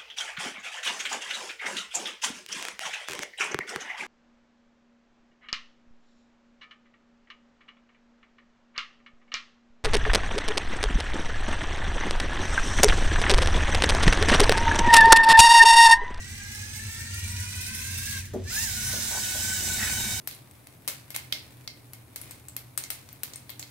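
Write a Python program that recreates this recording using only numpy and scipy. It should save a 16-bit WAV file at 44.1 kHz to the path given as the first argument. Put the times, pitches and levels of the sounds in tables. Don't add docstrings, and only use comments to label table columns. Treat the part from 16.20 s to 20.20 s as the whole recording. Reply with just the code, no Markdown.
import sys
import numpy as np
from scipy import signal
from scipy.fft import rfft, irfft
from scipy.io import wavfile
from scipy.ndimage import map_coordinates

SR = 44100
rng = np.random.default_rng(int(sys.argv[2]) if len(sys.argv) > 2 else 0)


def wav_record(signal):
    frames = np.transpose(np.atleast_2d(signal))
    bounded = np.clip(frames, -1, 1)
    quanta = np.round(bounded * 32767).astype(np.int16)
    wavfile.write(sys.argv[1], SR, quanta)


N = 176400
T = np.arange(N) / SR
HZ = np.fft.rfftfreq(N, 1 / SR)

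# f/Hz, level/dB
VENT_SPECTRUM = [(20, -11), (45, 3), (110, -2.5), (260, -9.5), (700, -29), (3000, -21.5), (16000, -45)]
# t/s, level/dB
DRONE_LEVEL = [(0, -42), (.9, -38.5), (1.05, -34), (1.55, -37), (2, -41.5), (2.1, -46.5), (2.24, -38.5),
               (2.32, -45), (3.1, -49), (3.39, -40), (3.5, -44)]
RUMBLE_LEVEL = [(0, -51), (2, -45.5), (2.1, -48), (2.48, -42), (2.78, -42.5), (2.9, -49.5), (3.9, -43)]
# f/Hz, width/Hz, level/dB
RUMBLE_MODES = [(66, 12, -11.5), (121.2, 22, -9), (190.7, 23, -18.5), (222.3, 13, -14)]
# f/Hz, level/dB, t60/s
THUMP_MODES = [(222.3, -4.5, 0.34), (260, -3.5, 0.27), (377, -3.5, 0.38), (453, -9.5, 0.381),
               (589.5, -8, 0.21), (840, -19, 0.1)]
# t/s, level/dB, f/Hz, decay/s
BOX_KNOCKS = [(2.732, -36.5, 600.4, 0.021), (2.774, -45, 250, 0.03), (2.908, -41, 850, 0.044),
              (2.945, -37, 801, 0.026), (2.97, -36, 850, 0.014), (3.146, -41.5, 691, 0.031),
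              (3.427, -44, 563, .02), (3.515, -40, 195.8, 0.022)]
# t/s, level/dB
SLIDE_LEVEL = [(2.68, -82), (2.75, -51), (3.5, -43.5), (3.62, -43.5), (3.93, -41), (4, -50)]
# f/Hz, level/dB
SLIDE_SPECTRUM = [(165, -7), (210, 7), (250, -6), (380, -6), (510, -14.5), (720, -7.5), (930, -6.5),
                  (1250, -23), (6000, -23.5)]
# centre t/s, sigma/s, f/Hz, width/Hz, level/dB
BOX_RASPS = [(3.65, 0.05, 2040, 710, -33), (3.43, 0.34, 7620, 560, -36.5)]
# t/s, f/Hz
MESH_RATE = [(0, 386.9), (.5, 426), (.62, 442.1), (1.0, 469.7), (1.82, 533.8), (1.89, 553.7), (2.0, 534),
             (2.1, 297.1), (2.295, 610), (2.33, 756.6), (2.38, 866), (2.435, 945), (2.495, 755),
             (2.6, 725.3), (2.69, 778.5), (2.78, 723), (2.96, 761.2), (3.13, 739.6), (3.29, 765),
             (3.4, 742), (3.65, 753.5), (4, 753.4)]
# t/s, rattle level/dB, whine level/dB
DRIVE_LEVEL = [(0, -45, -46.5), (.6, -42.5, -46.5), (1.4, -39.5, -44), (1.88, -38, -43), (1.99, -37, -44),
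               (2.025, -52, -49.5), (2.1, -72, -62), (2.23, -57, -66), (2.275, -41, -46),
               (2.32, -33, -42.5), (2.38, -29.5, -40), (2.46, -32, -42.5), (2.53, -34, -44.5),
               (2.68, -32, -43), (3.65, -31.5, -38.5), (4, -33.3, -36.5)]
# f/Hz, level/dB
SLOW_RATTLE = [(300, -21), (1300, -13.5), (1620, 0), (2300, -2), (3300, -4), (4000, -0.5), (4700, -2),
               (6100, 2.5), (7200, -2), (8200, 2), (9900, -3.5), (10900, -8.5), (12000, -5.5), (13700, -14),
               (15000, -9)]
FAST_RATTLE = [(700, -17), (1320, -15), (1560, -3), (2900, -7.5), (3420, -6.5), (3700, -2.5), (4800, -7),
               (5200, 0), (5550, -5.5), (5950, 1), (6900, -1), (8200, -0.5), (10800, -5.5), (16000, -6.5)]
SLOW_HARMONICS = [-40, -8.5, -4.5, -7.5, -3.5, -7, -9.5, -14.5]
FAST_HARMONICS = [-5, -2, -8, -6.5, -8, -13, -11.5, -8]
# f/Hz, gain/dB
CHASSIS_GAIN = [(750, -14.5), (950, -7), (1270, -16.5), (1480, -3), (1660, 6), (1830, 5), (2100, -3),
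                (2500, 1), (2850, 0.5), (3350, -14.5), (3750, 1.5), (4400, 1.5), (5150, -0.5), (5700, 0.5)]
# t/s, level/dB
BACKLASH_TICKS = [(2.053, -33), (2.135, -38.5), (2.238, -43)]
# speed ratio, level/dB, left minus right/dB
MOTOR_MIX = [(1.003, 1, -5), (.99, -6, 11.5)]
# f/Hz, left minus right/dB
GEAR_BALANCE = [(1500, 3.5), (2800, 1.5), (5000, -5.5), (9000, 1.5)]

PINION_TEETH, WHEEL_TEETH = 10, 30


def amp(db):
    return 10 ** (np.asarray(db) / 20)


def unit(x):
    return x / np.sqrt(np.mean(x ** 2) + 1e-20)


def noise():
    return rng.standard_normal(N)


def curve(rows, column=1):
    rows = np.array(rows)
    return np.interp(T, rows[:, 0], rows[:, column])


def spectrum_db(rows, hz=HZ):
    points_hz, db = np.transpose(rows)
    return np.interp(np.log(hz + 1), np.log(points_hz), db)


def shape(x, gain):
    return irfft(rfft(x) * gain, N)


def colour(x, rows):
    return unit(shape(x, amp(spectrum_db(rows))))


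def band(x, hz, width_hz):
    return unit(shape(x, 1 / (1 + ((HZ - hz) / width_hz * 1.29) ** 2)))


def wander(rate_hz):
    bins_hz = HZ[:N // 12]
    white = rng.standard_normal((len(bins_hz), 2)) @ [1, 1j]
    slow = irfft(white / (1 + (bins_hz / rate_hz) ** 4))
    return unit(np.interp(T, np.linspace(0, T[-1], len(slow)), slow))


def strike(start_s, rise_s, decay_s):
    t = np.maximum(T - start_s, 0)
    return (1 - np.exp(-t / rise_s)) * np.exp(-t / decay_s)


def room(x, wet_db, early_s=0.0072, tail_s=0.054, tail_db=-5):
    t = T[:SR // 5]
    decay = np.exp(-t / early_s) + amp(tail_db) * np.exp(-t / tail_s)
    response = rng.standard_normal((2, len(t))) * decay
    response *= amp(wet_db) / np.linalg.norm(response, axis=1, keepdims=True)
    response[:, 0] += 1
    return signal.fftconvolve(np.atleast_2d(x), response, axes=1)[:, :N] / np.sqrt(1 + amp(wet_db) ** 2)


def moving_room(x, wet_db, hop=4096):
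    x = np.pad(x, ((0, 0), (hop, 2 * hop)))
    out = np.zeros((2, N + SR))
    fade = np.hanning(2 * hop) ** .75
    for at in range(0, N + hop, hop):
        piece = room(x[:, at:at + 2 * hop] * fade, wet_db)
        out[:, at:at + piece.shape[1]] += piece
    return out[:, hop:hop + N]


def ventilation(level_db=-48.5, side_db=-7.5):
    mid = colour(noise(), VENT_SPECTRUM)
    side = amp(side_db) * colour(noise(), VENT_SPECTRUM)
    return amp(level_db) * np.array([mid + side, mid - side]) / np.sqrt(1 + amp(side_db) ** 2)


def rolling(drone_hz=92.2, drift_hz=5.87, throb_db=7):
    throb = amp(throb_db * np.tanh(wander(19.4)))
    cycles = np.cumsum(drone_hz + drift_hz * wander(23.0)) / SR
    drone = unit(throb * np.sin(2 * np.pi * cycles))
    rumble = unit(sum(amp(db) * band(noise(), hz, width_hz) for hz, width_hz, db in RUMBLE_MODES))
    return amp(curve(DRONE_LEVEL)) * drone + amp(curve(RUMBLE_LEVEL)) * rumble


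def thump(at_s=2.141, level_db=-27, rise_s=0.0024):
    ring = np.zeros(N)
    for hz, db, t60_s in THUMP_MODES:
        envelope = amp(db) * strike(at_s, rise_s, t60_s / np.log(1000))
        ring += envelope * np.sin(2 * np.pi * (hz * T + rng.random()))
    clatter = amp(-6) * strike(at_s - .006, rise_s, decay_s=0.042) * band(noise(), hz=465, width_hz=290)
    return room(amp(level_db) * (ring + clatter), wet_db=-8)


def friction(grip_db=3):
    return noise() * amp(grip_db * wander(57))


def box():
    knocks = sum(amp(db) * strike(at_s, 0.0014, decay_s) * band(noise(), hz, width_hz=0.37 * hz)
                 for at_s, db, hz, decay_s in BOX_KNOCKS)
    slide = amp(curve(SLIDE_LEVEL)) * colour(friction(), SLIDE_SPECTRUM)
    rasp = sum(amp(db) * np.exp(-.5 * ((T - at_s) / sigma_s) ** 2) * band(friction(), hz, width_hz)
               for at_s, sigma_s, hz, width_hz, db in BOX_RASPS)
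    pan = amp([[.7], [-.7]])
    return room(knocks + slide, wet_db=-5.5) * pan + moving_room(rasp[None], wet_db=6)


def rattle(teeth, mesh_hz, fast, bind_turns=.14, snaps_per_s=55, snap_s=0.005, treble_hz=9400):
    meshing = 1 + 0.52 * np.cos(2 * np.pi * teeth)
    eccentricity = 1 + 0.091 * np.cos(2 * np.pi * teeth / PINION_TEETH)
    grain = amp(0.5 * wander(52) + 2.0 * wander(1600))
    slaps = unit(meshing * eccentricity * grain * noise())
    bind = 1 + 0.59 * np.exp(-(teeth / WHEEL_TEETH % 1) / bind_turns)
    triggers = rng.random(N) < snaps_per_s / SR
    snaps = unit(bind + 1.64 * signal.lfilter([1], [1, -np.exp(-1 / (snap_s * SR))], triggers))
    treble = 1 / (1 + (treble_hz / (HZ + 1)) ** 8)
    slow_treble_gain = snaps * amp(14.5 * np.log2(mesh_hz / 447))
    fast_treble_gain = np.minimum(mesh_hz / 774, 1) ** 3
    slow_rattle = colour(slaps, SLOW_RATTLE)
    slow_rattle += shape(slow_rattle, treble) * (slow_treble_gain - 1)
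    fast_rattle = colour(slaps * np.sqrt(bind), FAST_RATTLE)
    fast_rattle += shape(fast_rattle, treble) * (fast_treble_gain - 1)
    return np.where(fast, fast_rattle, slow_rattle * np.sqrt(snaps))


def whine(teeth, mesh_hz, fast, flutter_depth=0.61):
    shafts = np.sin(2 * np.pi * teeth / PINION_TEETH) + np.sin(2 * np.pi * teeth / WHEEL_TEETH)
    wobble_rad = np.where(fast, 0.115, 0.23)
    phase = 2 * np.pi * teeth + wobble_rad * shafts
    out = np.zeros(N)
    for k, (slow_db, fast_db) in enumerate(zip(SLOW_HARMONICS, FAST_HARMONICS), 1):
        db = np.where(fast, fast_db, slow_db) + spectrum_db(CHASSIS_GAIN, k * mesh_hz)
        flutter = (1 + flutter_depth * wander(31)) / np.sqrt(1 + flutter_depth ** 2)
        out += amp(db) * flutter * np.cos(k * phase + rng.uniform(0, 2 * np.pi))
    return out


def pass_by(x, start_samples=6.63, end_samples=-0.58):
    delayed = np.arange(N) - np.linspace(start_samples, end_samples, N)
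    return np.array([map_coordinates(x[0], [delayed], order=3), x[1]])


def gears(restart_s=2.18):
    fast = T > restart_s
    jitter = np.where(fast, .006, .007)
    rattles, whines = np.zeros((2, N)), np.zeros((2, N))
    for ratio, db, pan_db in MOTOR_MIX:
        mesh_hz = curve(MESH_RATE) * ratio * (1 + jitter * wander(28.2))
        teeth = np.cumsum(mesh_hz) / SR
        gains = amp([[db + pan_db / 2], [db - pan_db / 2]])
        rattles += gains * amp(curve(DRIVE_LEVEL, column=1)) * rattle(teeth, mesh_hz, fast)
        whines += gains * amp(curve(DRIVE_LEVEL, column=2)) * whine(teeth, mesh_hz, fast)
    for at_s, db in BACKLASH_TICKS:
        rattles += amp(db) * strike(at_s, rise_s=0.00071, decay_s=0.006) * colour(noise(), FAST_RATTLE)
    drive = moving_room(pass_by(rattles), wet_db=5.5) + moving_room(pass_by(whines), wet_db=-3.0)
    balance_db = spectrum_db(GEAR_BALANCE)
    return shape(drive, amp([balance_db / 2, -balance_db / 2]))


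def scene():
    return gears() + rolling() + thump() + box() + ventilation()


def record(dry):
    lowpass = signal.firwin(601, 15850, window=("kaiser", 9), fs=SR)
    return signal.oaconvolve(dry, lowpass[None], "same")


dry = scene()
out = record(dry)
wav_record(out)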